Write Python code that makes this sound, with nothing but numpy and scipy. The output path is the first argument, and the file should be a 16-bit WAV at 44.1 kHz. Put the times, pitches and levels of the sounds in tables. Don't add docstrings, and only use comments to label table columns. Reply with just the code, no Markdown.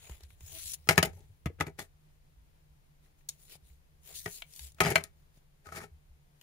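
import sys
import numpy as np
from scipy import signal
from scipy.fft import rfft, irfft, next_fast_len
from scipy.io import wavfile
from scipy.ndimage import uniform_filter1d, map_coordinates

SR = 44100
rng = np.random.default_rng(int(sys.argv[2]) if len(sys.argv) > 2 else 0)


def makeup_ratio(level_db):
    decades = np.asarray(level_db, float) / 20
    return 10 ** decades


def log_audio(samples):
    frames = np.atleast_2d(samples).T
    limited = np.clip(frames, -1, 1)
    pcm = np.round(limited * 32767).astype(np.int16)
    wavfile.write(sys.argv[1], SR, pcm)


N = 283122

# start in seconds, click peak in dB, weight (boom) in relative dB,
# hardness (crack) in relative dB, pitch favoured by the spot in Hz.
BLOWS = [(.873, -44.5, -3, -5, 1250), (.8889, -9.5, -18.5, -7, 1740), (.8948, -15.5, -10, -7.5, 2120),
         (.9084, -19.5, -6, -7.5, 1530), (.957, -42.5, -11, -5, 2250), (.9782, -9, -11, -7, 1750),
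         (.9868, -18, -10.5, -10.5, 1180), (1.0276, -14.5, -15.5, -6, 2920), (1.036, -26, -7.5, -6, 1940),
         (1.0494, -32, -2, -2, 2080), (1.1324, -61, 6, -3.5, 1250), (1.205, -72, 10.5, 2, 7000),
         (4.2592, -27.5, -8.5, -10.5, 1824), (4.277, -39.5, -3, -10, 1827), (4.785, -45.5, -21, -16, 1820),
         (4.8042, -11.5, -17, -12.5, 2380), (4.8125, -21, -14, -17.5, 1266),
         (4.8195, -28.5, -14.5, -17.5, 1250), (4.832, -26.5, -15.5, -15, 1846),
         (4.8375, -28.5, -14.5, -8.5, 4930), (4.8488, -23, -8.5, -17, 1870), (4.8585, -21, -11, -18, 2300),
         (4.8655, -21, -6.5, -14.5, 1250), (4.874, -27.5, -10, -11.5, 1100), (4.883, -29, -1.5, -12, 1846),
         (4.891, -34.5, -10, -12, 2340), (4.9024, -32, -4.5, -10, 1100), (4.914, -29, -7.5, -12.5, 1658),
         (4.922, -33.5, -8.5, -11.5, 2000), (4.9566, -7.5, -24.5, -15, 2330),
         (4.9775, -28.5, -12, -16, 1950), (5.007, -42, -9, -16, 2240), (5.0384, -53.5, -4, 2, 3400)]
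GRIPS = [(1.4582, -32, -6.5, -9, 1310), (1.462, -33.5, -6.5, -11.5, 1217), (1.4685, -39.5, -7, -14.5, 2100),
         (1.4994, -62.5, 20, -14, 1670), (1.587, -56, -1.5, -18, 1235), (1.5925, -50.5, -8, -22, 1225),
         (1.601, -35, -2, -7.5, 1970), (1.6082, -19, -11, -11, 1290), (1.621, -36, -10, -11.5, 1332),
         (1.6676, -37.5, -2, -11.5, 2290), (1.681, -45, -12.5, -12, 1250), (1.7878, -42, -3, -7, 2274),
         (1.792, -34.5, -12, -4, 1184), (1.801, -39.5, -13, -2, 1243), (1.8165, -49, -7, -3, 3940)]
NUDGES = [(5.6585, -49, -12, -13.5, 1240), (5.6685, -48.5, -11, -4, 1255), (5.6885, -42.5, -24, -22, 1250),
          (5.7215, -40, -8, -13, 1250), (5.7245, -42, -18, -13, 1200), (5.746, -44.5, -3, -16.5, 1190),
          (5.759, -46, -6, 0.5, 955), (5.7675, -44.5, -18, -11.5, 1980), (5.7765, -42, -22, -9.5, 1846),
          (5.7835, -42.5, -17, -8.5, 1830), (5.793, -47, -1.5, -8, 1870), (5.8035, -43.5, -24, -12, 1255),
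          (5.815, -46, -20, -12, 1210), (5.8255, -49.5, -1.5, -11.5, 940), (5.84, -50, 0, -14, 1340)]
TICKS = [(.0962, -50, 1, -2, 1780), (.1196, -54, -6, -9, 2000), (.2069, -60, 0, 1, 3000),
         (.2339, -59, -11, 2.5, 5000), (.3037, -58, -18, -7.5, 1930), (.407, -54.5, -10, 0, 6570),
         (.7345, -47, -43, 6, 7007), (.739, -50.5, -33.5, 7.5, 7000), (3.0607, -71.5, -17, -6, 1999),
         (3.209, -68.5, -8, -11, 1620), (3.288, -51.5, -20, 15, 7260), (3.2898, -51, -22, 13.5, 8515),
         (3.2964, -56, -13.5, 9, 6000), (3.5534, -52, -8, -4, 5040), (3.6994, -67.5, -14.5, -14, 2160),
         (4.1624, -60.5, -14, 11.5, 9000), (4.2425, -66.5, -20, 12, 9960), (4.4209, -36.5, -41, -15, 3166),
         (4.5084, -86.5, 3.5, 10.5, 11120), (4.5361, -61.5, -26, 9.5, 9410),
         (4.5614, -62.5, -27.5, 12, 9470), (4.593, -47.5, -35, 3.5, 2680), (4.7194, -71, -8.5, 10.5, 9550),
         (4.7454, -75.5, 3, 9.5, 8970), (4.903, -48.5, -20, 13.5, 10860), (5.0385, -51.5, -21.5, 14, 9480),
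         (5.373, -72, 7.5, -1.5, 6000), (6.4124, -55.5, -41, -3, 2830)]

# frequency in Hz, level in dB, t60 in seconds.
TIN = [(79, -8, 0.17), (97, -8, 0.22), (160.4, 3, .11), (346, -6.5, 0.081), (412.5, 1.5, 0.095),
       (655, -4, 0.12), (781, -3.5, 0.071), (890, -11.5, 0.023), (1271, -4, 0.093), (1486, -8.5, 0.072),
       (1609, -11, 0.056), (1850, 0.5, 0.029), (2000, -9, 0.1), (2176, -1.5, 0.07), (2304, -9.5, 0.13),
       (2290, -4.5, 0.018), (2680, -9.5, 0.022), (2860, -16, 0.021), (3120, -15, 0.12), (3230, -8, 0.048),
       (4120, -9.5, 0.064), (5080, -0.5, 0.035), (6630, -4, 0.029)]
# frequency in Hz, level in dB, t60 in seconds.
HELD = [(84, -5.5, 0.12), (149, 0.5, 0.074), (277, -11, 0.083), (345, -6, 0.076), (465, -5.5, 0.069),
        (660, -21, 0.048), (814, -21, 0.077), (1250, -3.5, 0.043), (1360, -6.5, 0.034), (1710, 1, 0.033),
        (1997, 1.5, 0.05), (2290, -3, 0.034), (2600, -12, 0.026), (3000, -24.5, 0.025), (3455, -0.5, 0.052),
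        (4300, -7.5, 0.023), (5830, -0.5, 0.011)]
# frequency in Hz, level in dB, t60 in seconds.
BEAD = [(150, -4, .025), (400, -2, .015), (700, -4, .01), (950, -5, .01), (2050, -1, .016),
        (2400, -1, .016), (3000, -2, .014), (3750, -1, .014), (4300, -2, .012), (6800, -5, .01)]
# clack at weight 0 in dB, clack growth in dB per dB of weight, ring length factor,
# lowest click in Hz, highest click in Hz.
TIN_TOUCH = (-4, 0.27, 0.5967, 1050.5, 3300)
GRIP_TOUCH = (-8.5, -0.17, 0.92, 1008, 3094)
NUDGE_TOUCH = (-12.5, -0.2, 0.54, 900, 1752)
BEAD_TOUCH = (-4, 0.2, 1.5, 1499.5, 5007)
# low edge in Hz, high edge in Hz.
BANDS = [(70, 500), (500, 1100), (1100, 3200), (3200, 16000)]

# firmest press in seconds, rise in seconds, fall in seconds,
# level in dB, brightness in relative dB.
SLIDE = [(.92, 0.014, 0.027, -32, 1.5), (.96, 0.038, 0.024, -47.5, -0.5), (.974, 0.0038, 0.0039, -32, -7.5),
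         (1.06, 0.016, 0.058, -41.5, -6.5), (1.17, 0.037, .12, -60.5, -12.5), (1.62, .012, 0.02, -36, -5),
         (1.672, 0.03, 0.035, -44, -10), (1.793, 0.016, 0.057, -45.5, 0), (4.812, .008, 0.026, -27.5, -1),
         (4.86, 0.064, 0.0893, -35.5, 0), (4.915, 0.052, 0.036, -31, -3), (4.952, .012, 0.0063, -38, -8.5),
         (4.98, 0.024, 0.052, -40.5, -3.5), (5.038, 0.0099, 0.063, -63.5, 9.5),
         (5.665, 0.032, .09, -56, -0.5), (5.772, 0.077, 0.067, -49, 5.5), (5.82, 0.16, 0.064, -49, -0.5)]
# start in seconds, peak in dB, frequency in Hz, t60 in
# seconds.
PINGS = [(.8888, -10.5, 1420, 0.026), (.8925, -19.5, 2250, .03), (.891, -28, 5050, .02),
         (0.907, -24, 1780, .035), (0.978, -14, 1750, .025), (0.98, -22, 2750, .03), (0.984, -20, 926, .04),
         (.979, -30, 3910, .015), (1.4603, -13.5, 135, .04), (1.459, -32, 1900, .03),
         (1.6075, -17, 2000, .03), (3.2895, -20.5, 6640, .012), (3.2868, -36, 15000, .012),
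         (4.4212, -33.5, 2260, .03), (4.4215, -47, 660, .04), (4.958, -22, 4195, .035),
         (4.806, -20.5, 1260, .08), (4.804, -23, 2420, .05), (4.806, -31, 5910, .07),
         (4.8355, -26, 4930, .015), (4.8505, -26, 4930, .018), (4.858, -28, 4930, .018),
         (4.879, -32, 4930, .02), (4.916, -30.5, 1700, .05), (4.957, -17, 2100, .03),
         (5.6885, -46, 1260, .03), (5.7227, -38, 1250, .03), (5.7825, -51, 1850, .02)]

# strongest pull in seconds, rise in seconds, fall in seconds,
# hiss in dB, body in relative dB.
CORD = [(.05, 0.097, 0.25, -59, 0.5), (.238, 0.076, 0.059, -69, 4.5), (.33, 0.072, 0.044, -67.5, -2.5),
        (.415, 0.015, 0.14, -69, 2.5), (.58, 0.19, 0.11, -46.5, -12), (.742, 0.31, 0.025, -41.5, -21.5),
        (.8, 0.16, 0.84, -71, -1), (1.055, 0.0062, 0.014, -36.5, -9), (1.135, 0.014, 0.19, -68.5, -10.5),
        (1.806, 0.0084, 0.068, -53.5, -2.5), (3.05, 0.044, .045, -74, 1), (3.185, 0.029, 0.067, -75, -11),
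        (3.3, .012, 0.018, -59.5, -16), (3.33, 0.065, 0.068, -67, -7.5), (3.42, 0.077, 0.18, -62.5, -13),
        (3.53, 0.074, 0.052, -52, -6), (3.68, 0.082, 0.16, -69.5, -6), (4.09, 0.072, 0.16, -52, -7),
        (4.166, 0.041, 0.073, -42, -34), (4.36, 0.32, 0.1, -49.5, -18), (4.64, 0.21, 0.094, -48.5, -18),
        (5.2, 0.085, 0.064, -83, -9), (5.375, 0.087, 0.036, -72, -3.5), (6.41, 0.085, 0.033, -79, -5.5)]
# frequency in Hz, density in dB per Hz.
HISS = [(710, -48), (1200, -30.5), (1850, -15.5), (3000, -7), (4090, -6.5), (4860, -5.5), (7800, -3.5),
        (10700, -7.5), (15700, -14)]
# frequency in Hz, density in dB per Hz.
RUB = [(150, -32.5), (400, -1.5), (1200, -8.5), (2500, -3.5), (4000, -2), (6000, -37.5)]
# frequency in Hz, left-right likeness from -1 to 1.
CORD_ALIKE = [(60, 0.94), (240, 0.81), (950, 0.36), (3770, -0.19), (15000, -0.38)]
# frequency in Hz, left over right in dB.
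CORD_SIDE = [(60, 1.5), (180, 4), (550, 7.5), (1650, 6.5), (4970, -2.5), (15000, 18)]
# frequency in Hz, width in Hz, level in dB.
HOLE = [(6960, 170, -9), (9430, 61, 1), (10300, 24, -5), (10700, 110, 0), (10900, 34, -2), (12900, 32, -2),
        (14400, 97, -5), (15300, 74, -4.5)]
# start in seconds, frequency in Hz, level in dB, overtone in dB, length in seconds.
TWANG = (.525, 325, -59, -54, .065)
# strongest pull in seconds, rise in seconds, fall in seconds,
# sheen in dB, whistle in relative dB.
FUZZ = [
    (.06, 0.071, 0.078, -58.5, 4.5),
    (.43, 0.0299, 0.15, -67.5, 6),
    (.47, 0.036, .12, -59.5, -11),
    (3.41, 0.033, 0.12, -68, -10),
    (3.68, 0.04, 0.045, -71, -16.5),
    (4.245, .012, 0.017, -56, -18),
    (4.575, .025, .12, -60.5, -11),
    (5.17, 0.018, 0.11, -82.5, -0.5),
]
# frequency in Hz, density in dB per Hz.
SHEEN = [(6000, -23.5), (8500, -2.5), (10800, -3), (13000, -7), (15000, 17.5), (15700, -7.5)]
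# frequency in Hz, density in dB per Hz.
WHISTLE = [(6300, -25), (6750, -7), (7050, -6.5), (7400, -18)]

# start in seconds,
# peak in dB, frequency in Hz, t60 in seconds.
JOLTS = [(0.108, -35, 60.6, 0.11), (0.23, -44.5, 69.7, 0.19), (0.416, -39.5, 69, 0.067),
         (0.433, -37.5, 84, 0.082), (1.155, -39.5, 85, 0.11), (1.294, -44.5, 94.6, 0.1),
         (1.46, -33.5, 84, 0.16), (.889, -23, 151.9, 0.066), (2.367, -54, 54.8, 0.31),
         (2.702, -58, 65.3, 0.16), (3.624, -50, 61, 0.16), (3.703, -49.5, 65.7, 0.17),
         (4.606, -47.5, 66.3, 0.4), (4.638, -52, 73.7, 0.14), (5.668, -55, 77.8, 0.47),
         (5.914, -49.5, 73.6, 0.32), (6.093, -53, 67.7, 0.28)]
# time in seconds, level in dB.
LEAN = [(0, -64), (.25, -64), (.67, -57), (.8, -64), (1.09, -52), (1.399, -67.5), (1.65, -58), (1.9, -70.5),
        (2.9, -75.5), (3.64, -75), (4.25, -63.5), (4.45, -73), (4.8, -65), (5.1, -63.5), (5.55, -80),
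        (5.82, -74), (6.42, -76.5)]
# frequency in Hz, density in dB per Hz.
WOOD = [(38, -30), (55, -7), (68, 0), (84, -1), (105, -10), (135, -30)]
# frequency in Hz, density in dB per Hz.
RUMBLE = [(12, -9.5), (25, 4.5), (45, -6.5), (70, -9), (110, -24.5)]
# frequency in Hz, density in dB per Hz.
AIR = [(65, -52), (110, -23), (133, -7), (151, -0.5), (174, -17.5), (220, -23), (429, -23), (467, -22.5),
       (912, -26), (1200, -29.5), (2060, -29.5), (6390, -38), (6810, -38.5), (15100, -34.5), (16400, -65)]
# frequency in Hz, left-right likeness from -1 to 1.
AIR_ALIKE = [(60, 0.31), (180, 1), (550, -0.29), (1650, -0.3), (4970, 0.04), (15000, -0.54)]
# frequency in Hz, t60 in seconds.
ROOM = [(200, 0.21), (2000, 0.14), (10000, 0.085)]
# frequency in Hz, level in dB.
SHADOW = [(65, 0.5), (130, -1), (250, -1), (500, -5.5), (2200, -6.5), (4500, -0.5), (6500, -2),
          (9200, -3.5), (10600, -13), (14000, -18)]
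# frequency in Hz, width in Hz, level in dB.
PORT = [(6970, 440, 5), (7470, 680, -4.5), (10720, 1500, 3), (15100, 490, 3.5)]
TOP_HZ = 15750


def contacts(rows, modes, touch, spot_db, spot_q, **manner):
    out = np.zeros((2, N + SR))
    clack_db, clack_grows, stretch, low_hz, high_hz = touch
    for s, db, boom_db, crack_db, spot_hz in rows:
        boom, clack, click, crack = ringing(modes, stretch, **manner)
        click = band(click, low_hz, high_hz)
        bright = click / np.abs(click[0]).max() + makeup_ratio(crack_db + 8.5) * crack
        push_cycles = .2
        u = np.arange(len(click[0])) / SR * spot_hz / push_cycles - 2
        bright = bright - makeup_ratio(-1.4) * (1 - u * u) * np.exp(-u * u / 2)
        spot = signal.lfilter(*signal.iirpeak(spot_hz, spot_q, fs=SR), bright)
        bright = bright + makeup_ratio(spot_db) * spot
        hit = makeup_ratio(boom_db + 5.0) * boom + makeup_ratio(clack_db + clack_grows * boom_db + 1.5) * clack + bright
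        out[:, round(s * SR):][:, :hit.shape[1]] += makeup_ratio(db + 1.0) * hit
    return out[:, :N]


def ringing(modes, stretch, dense_db, crack_s, lag_s, chatter_s):
    t = np.arange(SR // 4) / SR
    hz, db, t60 = np.transpose(modes)[:, :, None]
    level = makeup_ratio(db + rng.normal(0, 2.5, hz.shape) - 60 * t / (t60 * stretch))
    level = level * rng.choice([-1, 1], hz.shape)
    detune = 1 + rng.normal(0, 0.0077, hz.shape)
    late = (lag_s + rng.normal(0, .00007, hz.shape)) * np.clip(hz / 900, 0, 1) ** 2
    tones = np.array([level * np.sin(2 * np.pi * hz * detune * (t - d)) for d in (0, late)])

    chatter = np.zeros((1, SR // 20))
    delays = rng.random(6)
    rebounds = rng.uniform(.05, .45, 6) * (1 - .6 * delays)
    chatter[0, (delays * chatter_s * SR).astype(int)] = rebounds
    chatter[0, 0] = 1

    parts = []
    for (low, high), share, apart in zip(BANDS, [.12, .7, 1.3, 2.2], [.25, .6, .85, .95]):
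        own = ((hz >= low) & (hz < high))[:, 0]
        white = rng.standard_normal((2, len(t)))
        white = (1 - apart) * white[0] + apart * white
        haze = unit(band(white + 0.17 * np.roll(white, 1, axis=1), low, high))
        decay = makeup_ratio(dense_db - 60 * t / (stretch * t60[own].mean())) + makeup_ratio(3.5 - 60 * t / crack_s)
        part = tones[:, own].sum(axis=1) + makeup_ratio(db[own].max()) * share * decay * haze
        part = band(part * (1 - np.exp(-t / 0.00039)), low * 0.87, TOP_HZ)
        part = signal.fftconvolve(part, chatter, axes=1)[:, :len(t)]
        parts.append(part / np.abs(part[0]).max())
    return parts


def slide():
    catches_per_s, lag_s = 900, 0.00014
    catches = (rng.random(N) < catches_per_s / SR) * makeup_ratio(4 * rng.standard_normal(N)) * rng.choice([-1, 1], N)
    force = unit(catches) + .4 * rng.standard_normal((2, N))
    level_db, bright_db = np.array(strokes(SLIDE, edge_db=25.5, bend=1.3)) + 2.8 * wobble(70)
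    grit = band(force + 1.6 * rng.standard_normal((2, N)), 3200, 14000)
    out = makeup_ratio(bright_db - 4.5) * unit(grit)
    lower = [m for m in TIN if 130 < m[0] < 1100]
    upper = [m for m in TIN if 1100 < m[0] < 3200]
    for modes, part_db in [(lower, level_db + 0.57), (upper, bright_db - 1.5)]:
        def ports(f):
            plate = sum((-1) ** k * makeup_ratio(db) * resonance(f, hz, 3.3 / t60) for k, (hz, db, t60) in enumerate(modes))
            return plate * [1 + 0 * f, np.exp(-2j * np.pi * f * lag_s)]
        loudness = np.sqrt(np.mean(filtered(force, ports) ** 2))
        out += filtered(force * makeup_ratio(part_db), ports) / loudness
    return out


def pings():
    out = np.zeros((2, N + SR))
    t = np.arange(SR // 8) / SR
    for s, db, hz, t60 in PINGS:
        lag = np.array([[0], [1.2 * min(hz / 900, 1) ** 2]])
        swell = makeup_ratio(db - 60 * t / t60) * (1 - np.exp(-t / 0.00084))
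        out[:, round(s * SR):][:, :len(t)] += swell * np.sin(2 * np.pi * hz * t - lag)
    return out[:, :N]


def tin_sounds():
    tin = contacts(BLOWS, TIN, TIN_TOUCH, spot_db=2.5, spot_q=14,
                   dense_db=-2, crack_s=0.0023, lag_s=0.00021, chatter_s=0.006)
    tin = tin + slide() + pings()
    tin = tin + contacts(GRIPS, HELD, GRIP_TOUCH, spot_db=1, spot_q=7.2,
                         dense_db=-1.5, crack_s=0.0028, lag_s=0.00015, chatter_s=0.0055)
    tin = tin + contacts(NUDGES, TIN, NUDGE_TOUCH, spot_db=7.0, spot_q=12,
                         dense_db=-3, crack_s=0.00394, lag_s=0.0002, chatter_s=0.004)
    bass_hz, wall_hz = 50, 14200
    return filtered(tin, lambda hz: (1j * hz / (1j * hz + bass_hz)) ** 2 / (1 + 1j * hz / wall_hz))


def bead_ticks():
    return contacts(TICKS, BEAD, BEAD_TOUCH, spot_db=3.5, spot_q=5.6,
                    dense_db=4.0, crack_s=0.0062, lag_s=.0001, chatter_s=0.0044)


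def cord():
    ridges = np.sin(2 * np.pi * np.cumsum(52 + 9 * wobble(12)) / SR)
    pull_db, body_db = strokes(CORD, edge_db=29.5, bend=2.0)
    hiss_db = pull_db + 1.1 * ridges + .6 * wobble(80) + 2.2 * wobble(700)
    hiss = rush(HISS, CORD_ALIKE, patchy_db=3)
    hiss = hiss + makeup_ratio(body_db - pull_db) * rush(RUB, CORD_ALIKE, patchy_db=3.0)

    def hole_and_lean(f):
        hole = 1 + sum(makeup_ratio(db - 3) * resonance(f, hz, width) for hz, width, db in HOLE)
        return hole * makeup_ratio(np.outer([.5, -.5], along(CORD_SIDE, f)))
    return filtered(makeup_ratio(hiss_db - 3.0) * hiss, hole_and_lean)


def twang():
    s, hz, db, overtone_db, length = TWANG
    t = np.arange(N) / SR - s
    swell = np.sin(np.pi * np.clip(t / length, 0, 1)) * makeup_ratio(3 * wobble(61.1) - 2)
    return swell * (makeup_ratio(db) * np.sin(2 * np.pi * hz * t) + makeup_ratio(overtone_db) * np.sin(2 * 2 * np.pi * hz * t))


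def fuzz():
    sheen_db, whistle_db = np.array(strokes(FUZZ, edge_db=20.5, bend=0.7)) + 1.4 * wobble(300)
    sheen = makeup_ratio(sheen_db) * rush(SHEEN, CORD_ALIKE, patchy_db=4.5)
    return sheen + makeup_ratio(whistle_db) * rush(WHISTLE, CORD_ALIKE, patchy_db=6.5)


def table():
    t = np.arange(SR // 2) / SR
    jolts = np.zeros(N + SR)
    for s, db, hz, t60 in JOLTS:
        swell = makeup_ratio(db + 5.0 - 60 * t / t60) * (1 - np.exp(-t / 0.0085))
        jolts[round(s * SR):][:len(t)] += swell * np.sin(2 * np.pi * hz * t)
    lean_db = np.interp(np.arange(N) / SR, *np.transpose(LEAN))
    tremble = makeup_ratio(lean_db + 1.5) * rush(WOOD, [(80, 0.47)])
    rumble = makeup_ratio(-66.5 + 1.3 * wobble(5.7)) * rush(RUMBLE, [(30, 0.68)])
    return jolts[:N] + tremble + rumble


def air():
    return makeup_ratio(-67.82 + .7 * wobble(15)) * rush(AIR, AIR_ALIKE)


def room(x):
    hz, t, z = signal.stft(rng.standard_normal((2, SR // 2)), SR, nperseg=256)
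    tail = signal.istft(z * makeup_ratio(-60 * t / along(ROOM, hz)[:, None]), SR, nperseg=256)[1]
    late = np.pad(x, ((0, 0), (200, 0)))
    return signal.fftconvolve(late, tail / np.linalg.norm(tail[0]), axes=1)[:, :N]


def shaded(x, share):
    return filtered(x, lambda hz: [1 + 0 * hz, makeup_ratio(share * along(SHADOW, hz))])


def strokes(rows, edge_db, bend):
    s, rise, fall, db, colour_db = np.transpose(rows)[:, :, None]
    t = np.arange(0, N + 32, 32) / SR
    reach = np.where(t < s, (s - t) / rise, (t - s) / fall)
    power = makeup_ratio(2 * (db - np.minimum(edge_db * reach ** bend, 200)))
    sums = [power.sum(axis=0), (power * makeup_ratio(2 * colour_db)).sum(axis=0)]
    return [np.interp(np.arange(N) / SR, t, 10 * np.log10(p)) for p in sums]


def rush(spectrum, alike, patchy_db=0.):
    z = signal.stft(rng.standard_normal((2, N)), nperseg=256)[2]
    field = uniform_filter1d(rng.standard_normal(z.shape[1:]), size=5, axis=0)
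    field = uniform_filter1d(field, size=20, axis=1)
    pair = signal.istft(z * makeup_ratio(patchy_db * unit(field)), nperseg=256)[1][:, :N]

    def mid_side(hz):
        turn = np.arccos(np.clip(along(alike, hz), -1, 1)) / 2
        colour = makeup_ratio(along(spectrum, hz)) * (hz > spectrum[0][0]) * (hz < spectrum[-1][0])
        return colour * [np.cos(turn), np.sin(turn)]
    mid, side = filtered(pair, mid_side)
    return unit(np.array([mid + side, mid - side]))


def wobble(rate):
    return map_coordinates(rng.standard_normal(int(N * rate / SR) + 4), [np.arange(N) * rate / SR])


def resonance(f, hz, width):
    return 1j * f * width / (hz * hz - f * f + 1j * f * width)


def filtered(x, response):
    m = next_fast_len(N + SR // 2)
    return irfft(rfft(x, m) * response(np.fft.rfftfreq(m, 1 / SR)), m)[..., :N]


def band(x, low, high):
    return signal.sosfilt(signal.butter(3, [low, high], "band", fs=SR, output="sos"), x)


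def along(points, hz):
    f, v = np.transpose(points)
    return np.interp(np.log(hz + 1), np.log(f + 1), v)


def unit(x):
    return x / np.sqrt(np.mean(x ** 2) + 1e-20)


def scene():
    near = tin_sounds() + makeup_ratio(1.5) * bead_ticks()
    hits = shaded(near + makeup_ratio(-15.0) * room(band(near, 230, 15500)), 0.97)
    strings = cord() + twang() + makeup_ratio(2.5) * shaded(fuzz(), 0.8)
    return hits + strings + table() + shaded(air(), 0.45)


def band_limit(x):
    return signal.sosfilt(signal.butter(12, 16840, fs=SR, output="sos"), x)


def record(dry):
    headroom = 1.1

    def port(f):
        peaks = [1 + (makeup_ratio(db) - 1) * resonance(f, hz, width) for hz, width, db in PORT]
        return np.prod(peaks, axis=0) * np.where(f < TOP_HZ, 1, makeup_ratio(-24.0))
    mix = filtered(headroom * np.tanh(dry / headroom), port)
    return band_limit(mix)


dry = scene()
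out = record(dry)
log_audio(out)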